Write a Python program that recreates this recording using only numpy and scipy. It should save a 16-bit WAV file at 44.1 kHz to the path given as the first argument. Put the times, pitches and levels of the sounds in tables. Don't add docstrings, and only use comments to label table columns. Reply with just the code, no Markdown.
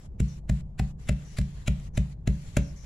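import sys
import numpy as np
from scipy import signal
from scipy.fft import rfft, irfft
from scipy.io import wavfile
from scipy.ndimage import uniform_filter1d

SR = 44100
rng = np.random.default_rng(int(sys.argv[2]) if len(sys.argv) > 2 else 0)


def volts_from_db(level):
    exponent = np.asarray(level, float) / 20
    return 10 ** exponent


def wav_record(signal):
    frames = np.transpose(np.atleast_2d(signal))
    bounded = np.clip(frames, -1, 1)
    quanta = np.round(bounded * 32767).astype(np.int16)
    wavfile.write(sys.argv[1], SR, quanta)


N = 125685

# (time [s], thud level [dB])
STRIKES = [
    (.2057, 1),
    (.5002, 1),
    (.8005, -1.5),
    (1.0960, 0),
    (1.3897, -.5),
    (1.6836, 0),
    (1.9803, .7),
    (2.2790, 1),
    (2.5732, .3),
]
# (knock pitch [Hz], knock level [dB], bowl ring level [dB])
KNOCKS = [(351, -27.5, -27.5), (627, -27, -32), (752, -24.5, -26.5), (600, -21, -24.5), (602, -30, -30.5),
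          (602, -25.5, -24.5), (609, -24.5, -26.5), (643, -27, -22), (588, -16.5, -16)]
# (slap level [dB], crunch level [dB], crush length [s], scrape level [dB])
BLOWS = [(-28, -28.5, 0.0064, -20), (-24.5, -29, .008, -18), (-22.5, -30, 0.0097, -10),
         (-24, -24.5, 0.0088, -19.5), (-40, -24.5, 0.0027, -13), (-24, -23.5, .01, -18.5),
         (-20.5, -26, .008, -25), (-18, -25.5, .006, -18.5), (-13.5, -16.5, 0.0051, -32.5)]
# (frequency [Hz], level [dB], decay T60 [s], sign [+1 or -1])
THUD_MODES = [(34.5, -30.9, 0.224, 1), (50.1, -24.2, 0.344, 1), (54.6, -32.1, 0.9, 1),
              (62.8, -18.3, 0.309, -1), (85.0, -15.0, 0.068, 1), (102.5, -14.5, 0.088, -1),
              (131.0, -18.2, 0.123, -1), (139.9, -26.5, 0.566, 1), (154.4, -38.3, 0.861, 1),
              (169.2, -27.4, 0.42, -1), (197.7, -20.9, 0.242, -1), (193.6, -11.7, 0.059, 1),
              (250.1, -27.7, 0.073, -1), (293.4, -34.1, 0.05, -1)]
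# (frequency [Hz], level [dB], decay T60 [s])
CLAY_MODES = [(274, -12.5, 0.36), (337, -3.5, 0.031), (396, -10, .14), (434.5, -8, 0.15),
              (575, -24.5, 0.42), (906, -9, 0.028)]
# (frequency [Hz], width [Hz], level [dB])
CRUNCH_BANDS = [(1546, 1340, -3), (2500, 1330, -1), (4020, 850, -6), (5420, 1300, -11.5), (7380, 1600, -9),
                (10200, 5800, -20.5), (14200, 3400, -22)]
# (time [s], level [dB])
CRUMBS = [(0.609, -54), (1.071, -52), (1.126, -46), (1.415, -39), (1.8, -46.5), (2.109, -60.5),
          (2.399, -57), (2.45, -52.5), (2.49, -52), (2.845, -49)]
# (frequency [Hz], decay T60 [s])
KITCHEN_DECAY = [(300, 0.51), (1500, 0.35), (4000, 0.39), (12000, 0.067)]
# (start [s], length [s], level [dB], start pitch [Hz], pitch fall [Hz])
CHIRPS = [
    (0.279, 0.1, -60, 5900, 400),
    (1.24, 0.24, -64, 5930, 300),
    (1.932, 0.097, -60.5, 6060, 300),
    (2.421, 0.2, -73, 7150, 201),
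    (2.62, 0.12, -60, 5900, 600),
    (2.759, 0.13, -60.5, 6070, 700),
]
# (frequency [Hz], density [dB per Hz])
RUMBLE = [(25, -22.5), (60, 12), (95, -15), (155, -7), (230, -25.5), (650, -33.5), (1200, -38), (2500, -87)]
# (frequency [Hz], density [dB per Hz])
HISS = [(410, -68), (700, -21), (970, -16.5), (1430, -3), (1810, -2), (7320, -8), (10700, -23),
        (15200, -32.5), (15800, -41)]
# (time [s], level [dB])
BUSTLE = [(0, -2), (.6, 0), (1., -3), (1.3, 0), (1.6, -0.5), (1.85, -1), (2.2, -0.5), (2.5, 2.5),
          (2.72, -1), (2.76, -4), (2.85, -2)]
# (frequency [Hz], left-right correlation [-1 to 1])
LIKENESS = [(60, 0.96), (240, 1), (950, -0.03), (3770, 0.14), (15000, -0.79)]
# (frequency [Hz], left over right [dB])
PORT_BALANCE = [(60, 1.5), (130, -2), (290, 2), (640, -2.5), (1410, 0.5), (3100, 2.5), (6820, 4.5),
                (15000, -3)]
# (frequency [Hz], width [Hz], level [dB])
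LEFT_PEAK = (7480, 1250, 5.6)
# (frequency [Hz], width [Hz], level [dB])
RIGHT_PEAK = (10800, 1930, 6.8)
# (from [s], to [s])
GATE_SHUT = [(.075, .19), (.4, .484), (.62, .782), (.925, .985), (1.89, 1.94), (2.14, 2.264)]

THUD_LEAD_S, CLAY_LEAD_S, CRUNCH_END_S = 0.0061, 0.004, 0.003
CRUNCH_PEAK_S = 0.04


def evened(x):
    return x / np.sqrt(np.mean(x ** 2) + 1e-20)


def read(points, hz):
    f, value = np.transpose(points)
    return np.interp(np.log(hz + 1), np.log(f + 1), value)


def add(mix, s, sound):
    part = mix[..., round(s * SR):][..., :sound.shape[-1]]
    part += sound[..., :part.shape[-1]]


def resonate(x, hz, width):
    turn = np.exp(2j * np.pi * np.cumsum(hz * np.ones(x.shape[-1])) / SR)
    r = np.exp(-np.pi * width / SR)
    return 2 * (turn * signal.lfilter([1 - r], [1, -r], x / turn)).real


def thud(db, slap_db):
    slap_s, slap_lead_s, usual_slap_db = 0.00088, 0.0011, -24
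    t = np.arange(SR // 2) / SR
    stretch = 1 + 0.005 * rng.standard_normal()
    modes = sum(sign * volts_from_db(db + level - 60 * t / t60) * np.sin(2 * np.pi * f * stretch * t)
                for f, level, t60, sign in THUD_MODES)
    u = (t - THUD_LEAD_S + slap_lead_s) / slap_s
    slap = u * np.exp(-u * u / 2)
    return modes + (volts_from_db(slap_db) - volts_from_db(usual_slap_db)) * slap


def clay(knock_hz, knock_db, ring_db):
    clay_db, vary_db, knock_t60, attack_s = -8, 1.5, 0.032, 0.0013
    t = np.arange(SR // 4) / SR
    ring = np.zeros(len(t))
    for f, level, t60 in CLAY_MODES:
        louder, sharper = rng.standard_normal(2)
        envelope = volts_from_db(ring_db + clay_db + level + vary_db * louder - 60 * t / t60)
        ring += envelope * np.sin(2 * np.pi * f * (1 + 0.006 * sharper) * t)
    knock = volts_from_db(knock_db - 60 * t / knock_t60) * np.sin(2 * np.pi * knock_hz * t)
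    return (ring + knock) * np.minimum(t / attack_s, 1)


def crunch(db, length, scrape_db):
    crunch_db, grits_per_s, scrape_s = -1, 15000, 0.023
    fall_s, settle_db, settle_s = 0.0022, -19.5, 0.024
    t = np.arange(SR // 5) / SR - CRUNCH_PEAK_S
    cracks = rng.random(len(t)) < grits_per_s / SR
    grit = np.sign(rng.random(len(t)) - 0.5) * cracks
    grit = evened(grit) + 0.5 * rng.standard_normal(len(t))

    scrape = volts_from_db(scrape_db) * np.clip(3 * (1 + t / scrape_s), 0, 1)
    rise = (np.clip(1 + t / length, 0, 1) ** 1.06 + scrape) * (t <= 0)
    settle = volts_from_db(settle_db) * np.exp(-abs(t) / settle_s)
    fall = (t > 0) * (np.exp(-abs(t) / fall_s) + settle)
    drive = grit * (rise + fall)

    body = np.zeros(len(t))
    for k, (f, width, level) in enumerate(CRUNCH_BANDS):
        hz = f * (1 + 0.052 * rng.standard_normal())
        band = resonate(resonate(drive, hz, width), hz, 1.7 * width)
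        body += (-1) ** k * volts_from_db(level) * band / np.sqrt(width / SR)
    return volts_from_db(db + crunch_db) * body / 5.44


def kitchen(x):
    taps = np.zeros((2, SR // 2))
    at = np.arange(120, SR // 2 - 20, 20)
    at = at + rng.integers(0, 20, (2, len(at)))
    np.put_along_axis(taps, at, rng.choice([-1., 1.], at.shape), 1)
    hz, t, z = signal.stft(taps, SR, nperseg=256)
    decay = volts_from_db(-60 * t / read(KITCHEN_DECAY, hz)[:, None])
    tail = signal.istft(z * decay, SR, nperseg=256)[1]
    return signal.fftconvolve(x[None], tail / np.linalg.norm(tail[0]), axes=1)[:, :N]


def chirp(length, db, hz, fall_hz):
    width_hz, warble_hz, warbles_per_s = 1000, 120, 22
    t = np.arange(0, length, 1 / SR)
    pitch = hz - fall_hz * t / length + warble_hz * np.sin(2 * np.pi * warbles_per_s * t)
    air = rng.standard_normal((2, SR // 4))[:, :len(t)]
    air = air + 0.2 * air[::-1]
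    tone = resonate(resonate(air, pitch, width_hz), pitch, width_hz)
    return volts_from_db(db) * evened(tone) * np.sin(np.pi * (t / length) ** 0.48) ** 0.65


def noise(shape, db, patchy_db, flicker_db):
    frames, hz = N // 256 + 5, np.fft.rfftfreq(1024, 1 / SR)
    a, b, c, d, patches = rng.standard_normal((frames, 513, 5)).T
    patches = uniform_filter1d(uniform_filter1d(patches, size=10, axis=0), size=10, axis=1)
    flicker = uniform_filter1d(rng.standard_normal(frames), size=4)
    same = np.clip(read(LIKENESS, hz), -1, 1)[:, None]
    left = a + 1j * b
    right = same * left + np.sqrt(1 - same ** 2) * (c + 1j * d)
    level = read(shape, hz)[:, None] + patchy_db * evened(patches) + flicker_db * evened(flicker)
    z = np.array([left, right]) * volts_from_db(level)
    return volts_from_db(db) * evened(signal.istft(z, nperseg=1024, noverlap=768)[1][:, :N])


def background():
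    rumble = noise(RUMBLE, -41.5, patchy_db=1.0, flicker_db=1.6)
    hiss = noise(HISS, -61, patchy_db=2.2, flicker_db=1.15)
    bustle = volts_from_db(np.interp(np.arange(N) / SR, *np.transpose(BUSTLE)))
    return rumble + bustle * hiss


def scene():
    low, bowl, high = np.zeros((3, N))
    birds = np.zeros((2, N))
    for (s, thud_db), knock, (slap_db, *crush) in zip(STRIKES, KNOCKS, BLOWS):
        add(low, s - THUD_LEAD_S, thud(thud_db, slap_db))
        add(bowl, s - CLAY_LEAD_S, clay(*knock))
        add(high, s - CRUNCH_END_S - CRUNCH_PEAK_S, crunch(*crush))
    for s, db in CRUMBS:
        add(high, s - CRUNCH_PEAK_S, crunch(db, length=0.0033, scrape_db=-21))
    for s, *row in CHIRPS:
        add(birds, s, chirp(*row))
    rim = volts_from_db(-8.5) * np.roll(high, shift=19) * np.array([[1.], [-1.]])
    placed_bowl = bowl * volts_from_db(np.array([[-2], [0]]))
    room = volts_from_db(-15) * kitchen(high + bowl)
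    return low + high + rim + placed_bowl + room + birds + background()


def microphone_ports(dry, hz):
    lean = read(PORT_BALANCE, hz) / 2
    left_peak, right_peak = (level * np.exp(-((hz - f) / width) ** 2)
                             for f, width, level in (LEFT_PEAK, RIGHT_PEAK))
    left = volts_from_db(lean + 0.99 * left_peak - 0.41 * right_peak)
    right = volts_from_db(-lean + 2.1 * right_peak - 0.37 * left_peak)
    lag = np.exp(-2j * np.pi * hz * 2.6e-5) * np.exp(0.12j * np.log(hz / 40 + 1))
    return rfft(dry) * np.array([left, right * lag]) * (hz < 15750)


def noise_gate(z, hz):
    shut_db, gate_hz, slope_s = -24.5, 935, 0.024
    treble = irfft(z / (1 + (gate_hz / (hz + 1)) ** 4), N)
    t = np.arange(N) / SR
    shut = sum(np.clip(np.minimum(t - a, b - t) / slope_s + 0.5, 0, 1) for a, b in GATE_SHUT)
    return irfft(z, N) - treble * (1 - volts_from_db(shut_db * shut))


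def top_cut(x):
    return signal.sosfilt(signal.butter(12, 15970, fs=SR, output="sos"), x)


def record(dry):
    hz = np.fft.rfftfreq(N, 1 / SR)
    mix = noise_gate(microphone_ports(dry, hz), hz)
    return top_cut(mix)


dry = scene()
out = record(dry)
wav_record(out)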